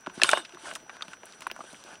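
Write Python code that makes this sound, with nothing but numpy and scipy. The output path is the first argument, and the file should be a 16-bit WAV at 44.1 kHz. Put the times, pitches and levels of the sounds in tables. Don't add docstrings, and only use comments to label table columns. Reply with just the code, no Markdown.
import sys
import numpy as np
from scipy import signal
from scipy.fft import rfft, irfft
from scipy.io import wavfile

SR = 44100
rng = np.random.default_rng(int(sys.argv[2]) if len(sys.argv) > 2 else 0)


def waveform_to_disk(signal):
    frames = np.transpose(np.atleast_2d(signal))
    scaled = np.clip(frames, -1, 1) * 32767
    samples = np.round(scaled).astype(np.int16)
    wavfile.write(sys.argv[1], SR, samples)


N = 88200
SIZE = 4096
TOP_HZ = 16150

# time in seconds, level of the low rub in dB, level of the bristle hiss in dB.
STROKES = [(0, -63, -69), (.13, -53.5, -61), (0.16, -51, -46.5), (.21, -42, -49), (.25, -41, -32.5),
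           (.32, -36, -45.5), (0.386, -36.5, -46), (0.419, -51.5, -52), (.47, -56.5, -60),
           (.59, -58.5, -61), (0.636, -51.5, -49.5), (.675, -44, -47.5), (.715, -44.5, -46.5),
           (.745, -53, -54), (.80, -62, -61.5), (.87, -60, -65.5), (.96, -52, -58), (1.0, -52.5, -62),
           (1.11, -56, -54.5), (1.21, -66, -66.5), (1.30, -57.5, -56), (1.37, -57, -60.5),
           (1.428, -54.5, -55), (1.53, -61.5, -64.5), (1.59, -57, -56.5), (1.69, -58.5, -55.5),
           (1.80, -58.5, -53.5), (1.85, -52.5, -55), (1.947, -49.5, -54.5), (2.0, -69, -68)]
JUDDER_PER_S, JUDDER_DB = 70.42, 2

BASS_LAG_S, LAG_HZ = 0.001972, 614
CHATTER_S, CHATTER_HZ = 0.0003, 2440
RATTLE_S = 0.0056
LEVEL_WINDOW_S = 0.009
ROUND_OCT, UPPER_STEEPNESS = 0.56, 1.33
TICK_SKIRT_DB, TICK_RATTLE_DB = 9.5, -4
HITS_DB = -5


def undb(db):
    return 10 ** (np.asarray(db) / 20)


def unit(x):
    return x / np.sqrt(np.mean(x ** 2))


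def freqs(size):
    return np.maximum(np.arange(size // 2 + 1) * SR / size, 1)


def causal(gain):
    cepstrum = irfft(np.log(gain + 1e-6))
    half = len(cepstrum) // 2
    cepstrum[1:half] *= 2
    cepstrum[half + 1:] = 0
    return np.exp(rfft(cepstrum))


def colour(x, points):
    hz, db = np.array(points, float).T
    gain = undb(np.interp(np.log(freqs(2 * N)), np.log(hz), db))
    return irfft(rfft(x, 2 * N) * causal(gain))[:N]


def walk(rate):
    return np.interp(np.arange(N) / SR * rate, np.arange(SIZE), rng.standard_normal(SIZE))


def add(out, s, sound):
    i = int(np.clip(s * SR, 0, N - 1))
    out[i:i + len(sound)] += sound[:N - i]


def chance_events(per_s):
    chance = rng.standard_normal((SIZE, 2))
    times = np.cumsum(rng.exponential(1, SIZE)) / per_s
    return zip(times[times < N / SR], chance)


def ring(x, modes):
    f = freqs(2 * N)
    response = 0
    for hz, width, db in modes:
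        response = response + undb(db) / (1 + 1j * (f * f - hz * hz) / (f * width))
    return irfft(rfft(x, 2 * N) * response)[:N]


def hump(hz, skirt_db):
    octaves = np.log2(freqs(SIZE) / hz)
    steepness = np.where(octaves > 0, UPPER_STEEPNESS, 1)
    return undb(-abs(skirt_db) * steepness * (np.hypot(octaves, ROUND_OCT) - ROUND_OCT))


def burst(envelope):
    x = rng.standard_normal(SIZE) * envelope
    return rfft(x) / np.sqrt(np.sum(x ** 2))


def blow(db, gain, rattle_db):
    t, f = np.arange(SIZE) / SR, freqs(SIZE)
    push = 1 / (1 + 1j * f / CHATTER_HZ)
    contact = push + (1 - push) * burst(t * np.exp(-t / CHATTER_S))
    rattle = undb(rattle_db) * burst(np.exp(-t / RATTLE_S))
    lag = np.exp(-2j * np.pi * BASS_LAG_S * LAG_HZ * np.arctan(f / LAG_HZ))
    y = irfft(causal(gain) * lag * (contact + rattle))
    return y * undb(db) * np.sqrt(LEVEL_WINDOW_S * SR / np.sum(y ** 2))


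def brush():
    # frequency in Hz, gain in dB.
    rub_spectrum = [(80, -33), (250, -8.5), (450, -8.5), (650, 0), (900, -4.5), (1550, 2), (1950, -11),
                    (2800, -9), (4500, -51), (16000, -71)]
    # frequency in Hz, gain in dB.
    hiss_spectrum = [(500, -13), (2000, -4), (3000, 2.5), (3700, -2.5), (4400, -1.5), (6500, -5.5),
                     (8400, -5), (10300, -4), (12500, -25), (16000, -36)]
    # frequency in Hz, width in Hz, gain over the direct sound in dB.
    housing_modes = [(400, 93, -3.5), (669, 25, -6), (885, 26, 9), (1155, 150, -26), (1516, 145, -1.5),
                     (3200, 140, -17), (3620, 75, -3.5), (6240, 53, 1), (8430, 100, 7.5)]
    slips_per_s, slip_scatter_db = 9000, 4
    stroke_s, rub_db, hiss_db = np.array(STROKES).T
    judder_db = JUDDER_DB * walk(JUDDER_PER_S)
    out = np.zeros(N)
    for spectrum, db in ((rub_spectrum, rub_db), (hiss_spectrum, hiss_db)):
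        happens = rng.random(N) < slips_per_s / SR
        direction = rng.choice([-1, 1], N)
        slips = happens * direction * undb(slip_scatter_db * rng.standard_normal(N))
        stroke = undb(np.interp(np.arange(N) / SR, stroke_s, db) + judder_db)
        out += stroke * unit(colour(slips + ring(slips, housing_modes), spectrum))
    return out


def grit():
    per_s, centre_hz, spread_oct = 81, 4530, 0.63
    level_db, scatter_db = -8, 2.5
    stroke_s, _, hiss_db = np.array(STROKES).T
    out = np.zeros(N)
    for s, (strength, pitch) in chance_events(per_s):
        db = np.interp(s, stroke_s, hiss_db) + level_db + scatter_db * strength
        hz = centre_hz * 2 ** (spread_oct * pitch)
        add(out, s, blow(db, hump(hz, TICK_SKIRT_DB), TICK_RATTLE_DB))
    return out


def bubbles():
    per_s, start_hz, spread_oct = 87, 940, 0.696
    fade_cycles, glide = 3, 0.026
    level_db, scatter_db = -6.5, 9.5
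    stroke_s, rub_db, _ = np.array(STROKES).T
    out, t = np.zeros(N), np.arange(SIZE) / SR
    for s, (strength, pitch) in chance_events(per_s):
        cycles = start_hz * 2 ** (spread_oct * pitch) * t
        age = cycles / fade_cycles
        envelope = np.exp(-age) * (1 - np.exp(-2 * cycles))
        blip = envelope * np.sin(2 * np.pi * cycles * (1 + glide * age / 2))
        db = np.interp(s, stroke_s, rub_db) + level_db + scatter_db * strength
        add(out, s, blip * undb(db))
    return out


def crackle():
    per_s, centre_hz, spread_oct = 55, 1157, 1.12
    level_db, scatter_db = -62, 4
    out = np.zeros(N)
    for s, (strength, pitch) in chance_events(per_s):
        hz = centre_hz * 2 ** (spread_oct * pitch)
        db = level_db + scatter_db * strength
        add(out, s, blow(db, hump(hz, TICK_SKIRT_DB), TICK_RATTLE_DB))
    return out


def water():
    # frequency in Hz, gain in dB.
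    wash_spectrum = [(20, 13.5), (45, -13.5), (100, -10), (220, -1), (400, -5), (1400, -9.5), (2200, -11.5),
                     (4000, -19.5), (9500, -30), (12500, -16), (16000, -21)]
    level_db, waver_db, waver_per_s = -56.5, 2.5, 17.0
    wash = rng.standard_normal(N) * undb(waver_db * walk(waver_per_s))
    return undb(level_db) * unit(colour(wash, wash_spectrum))


def whine():
    hz, level_db = 5881, -58
    return undb(level_db) * np.sqrt(2) * np.sin(2 * np.pi * hz * np.arange(N) / SR)


def knocks():
    # start in seconds, level in dB before the hits trim, centre in Hz, lower skirt in dB per
    # octave, crack in dB against the main peak, rattle in dB against the contact.
    knock_rows = [ (0.0625, -38, 1210, 7.5, -39, 5), (0.0703, -31, 1120, 10, -53, -9),
                  (0.097, -43.5, 1180, 8.5, -32, 5), (0.1987, -38, 1380, 24, -26, -15),
                  (0.2441, -23.5, 1540, 10, -37, -2), (0.3736, -25, 970, 9, -48, -1),
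                  (0.4493, -39.5, 3040, 13, -31, 6), (.547, -46.5, 1750, 4.5, -14, -5),
                  (0.571, -45, 1140, 34, -36, -14), (0.656, -40.5, 1600, 37, -16, 13),
                  (0.7114, -36, 1870, 22, -34, 24), (.758, -33.5, 1230, 17, -10, 5),
                  (0.8951, -36.5, 1300, 12, -35, 3.5), (.968, -45, 1270, 7.5, -16, -8),
                  (1.009, -40.5, 1560, 13, -29, 12), (1.082, -43, 1650, 6, -23, -4),
                  (1.133, -39, 1550, 11, -16.5, 2), (1.233, -42, 860, 11.5, -37, -2),
                  (1.324, -48.5, 3620, 29, -9, -17), (1.42, -38.5, 1640, 4.5, -8.5, 8.5),
                  (1.5, -38.5, 1850, 18, -29, 14), (1.514, -34.5, 2040, 7, -34, -11),
                  (1.563, -41, 1220, 21, -21, -3), (1.59, -41, 790, 31, -24.5, 9),
                  (1.6125, -50, 750, 26, -21, -1), (1.6395, -46.5, 734, 14, -17, -11),
                  (1.729, -44.5, 620, 14, -13, 3), (1.745, -45.5, 1870, 25, -25, 1)]
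    crack = hump(8000, 12.5)
    out = np.zeros(N)
    for s, db, hz, skirt_db, crack_db, rattle_db in knock_rows:
        gain = np.hypot(hump(hz, skirt_db), undb(crack_db) * crack)
        add(out, s, blow(db, gain, rattle_db))
    return out


def plops():
    # start in seconds, level in dB before the hits trim, centre in Hz.
    plop_rows = [(.074, -35.5, 270), (.176, -36.5, 255), (.2225, -30.5, 606), (.2345, -33, 270),
                 (0.549, -49.5, 275), (0.726, -45, 576), (1.082, -49.5, 249), (1.472, -48, 477),
                 (1.5145, -43.5, 520), (1.641, -54, 380), (1.606, -47, 247), (1.731, -49.5, 248),
                 (1.847, -51.5, 376), (1.929, -55, 208)]
    skirt_db, rattle_db = 15.5, -9.5
    out = np.zeros(N)
    for s, db, hz in plop_rows:
        add(out, s, blow(db, hump(hz, skirt_db), rattle_db))
    return out


def clacks():
    # start in seconds, level in dB before the low cut,
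    # fade to 1 / e at 1 kHz in seconds, notes as pairs of pitch in Hz and relative level in dB.
    clack_rows = [(0.2173, -17.5, 0.0061, [(1720, 3), (2650, 2), (5310, -4)]),
                  (.2344, -12, 0.0024, [(2730, -3), (4150, -4.5), (7900, -8.5)]),
                  (0.2909, -17.5, .0055, [(1390, 3), (2320, 0), (3490, -1.5)]),
                  (0.3326, -13.5, 0.0044, [(630, 1), (1090, 1), (1570, 0.5), (2730, -5)]),
                  (1.0223, -30.5, 0.0065, [(1250, -3.5), (3200, -1.5), (3680, 2), (4500, -5)]),
                  (1.4676, -27.5, 0.0032, [(974, 1), (1490, 2.5), (1950, -15)]),
                  (1.606, -36, 0.0059, [(680, -8), (1200, 0)])]
    grit_db, rattle_db, skirt_db = -7.5, -11, 11
    out, t = np.zeros(N), np.arange(SIZE) / SR
    for s, db, ring_s, notes in clack_rows:
        clack = np.zeros(SIZE)
        for k, (hz, note_db) in enumerate(notes):
            fade = np.exp(-(t / ring_s * np.cbrt(hz / 1000)) ** 1.46)
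            tone = (-1) ** k * unit(fade * np.sin(2 * np.pi * hz * t))
            rough = undb(grit_db) * burst(fade) + undb(rattle_db) * burst(np.exp(-t / RATTLE_S))
            noise = irfft(rough * causal(unit(hump(hz, skirt_db)))) * np.sqrt(SIZE)
            clack += undb(note_db) * (tone + noise)
        add(out, s, unit(clack) * undb(db) * np.sqrt(LEVEL_WINDOW_S * SR / SIZE))
    low_cut = signal.butter(2, 280, "high", fs=SR, output="sos")
    return signal.sosfilt(low_cut, out)


def ticks():
    # start in seconds, level in dB before the hits trim, centre in Hz,
    # lower skirt in dB per octave (its sign is ignored).
    tick_rows = [(.2346, -21.5, 9800, 29), (.2912, -24.5, 9000, 15), (0.303, -29, 9200, 30),
                 (0.3137, -23, 7800, 31), (0.3156, -28, 3360, 14), (0.38, -38, 9800, 48),
                 (0.737, -42, 6400, 4.5), (0.7524, -33, 7400, 11), (0.7544, -38.5, 3130, 16),
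                 (1.256, -42, 10200, 26), (1.407, -40.5, 9000, -1), (1.470, -39.5, 10800, 47),
                 (1.473, -58, 9600, 24), (1.5143, -35, 15400, 53), (1.839, -44.5, 4860, 2),
                 (1.955, -49.5, 3330, 11)]
    out = np.zeros(N)
    for s, db, hz, skirt_db in tick_rows:
        add(out, s, blow(db, hump(hz, skirt_db), TICK_RATTLE_DB))
    return out


def rasp():
    # frequency in Hz, width in Hz, relative gain in dB.
    rasp_modes = [(1534, 46, -2.5), (2940, 120, 2.5), (3620, 98, 5), (8295, 150, -2)]
    start_s, attack_s, end_s, release_s = 0.238, 0.035, 0.38, 0.019
    level_db = -33.5
    t = np.arange(N) / SR
    attack = np.clip((t - start_s) / attack_s, 0, 1)
    release = np.exp(-np.maximum(t - end_s, 0) / release_s)
    level = undb(level_db + JUDDER_DB * walk(JUDDER_PER_S))
    return level * attack * release * unit(ring(rng.standard_normal(N), rasp_modes))


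def ragged(x, count=24):
    flicker_per_s, flicker_db = 55, 3
    thirds_from_top = np.log(freqs(N) / TOP_HZ) / np.log(np.cbrt(2))
    place = np.clip(thirds_from_top + count - 1, 0, count - 1)
    spectrum = rfft(x)
    out = np.zeros(N)
    for k in range(count):
        band = irfft(spectrum * np.maximum(1 - abs(place - k), 0), N)
        out += band * undb(flicker_db * walk(flicker_per_s))
    return out


def hull_ring(hits):
    # frequency in Hz, width in Hz, gain over the direct sound in dB.
    hull_modes = [(179, 10.7, 3), (363.3, 27.4, 5), (545, 43, -3), (630, 67, 5), (1063, 185, 0.5),
                  (1480, 166, 1), (1678, 48, 0.5), (2820, 700, 1.5), (3800, 690, -4.5), (5100, 220, 2.5),
                  (9100, 5300, -15.5)]
    return ring(hits, hull_modes)


def scene():
    bed = ragged(brush() + rasp()) + bubbles() + water() + whine()
    hits = undb(HITS_DB) * (knocks() + ticks() + plops() + grit() + crackle())
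    return (bed + clacks() + hits + hull_ring(hits))[None]


def record(dry):
    # frequency in Hz, gain in dB.
    port_spectrum = [(20, -24), (70, 4), (170, 1.5), (10300, -3), (11100, -5.5), (11750, -21), (12400, -14),
                     (15000, -11), (16500, -17)]
    heard = np.clip(colour(dry[0], port_spectrum), -1, 1)
    band_end = signal.ellip(8, 0.2, 70, TOP_HZ, fs=SR, output="sos")
    return signal.sosfilt(band_end, heard)[None]


dry = scene()
out = record(dry)
waveform_to_disk(out)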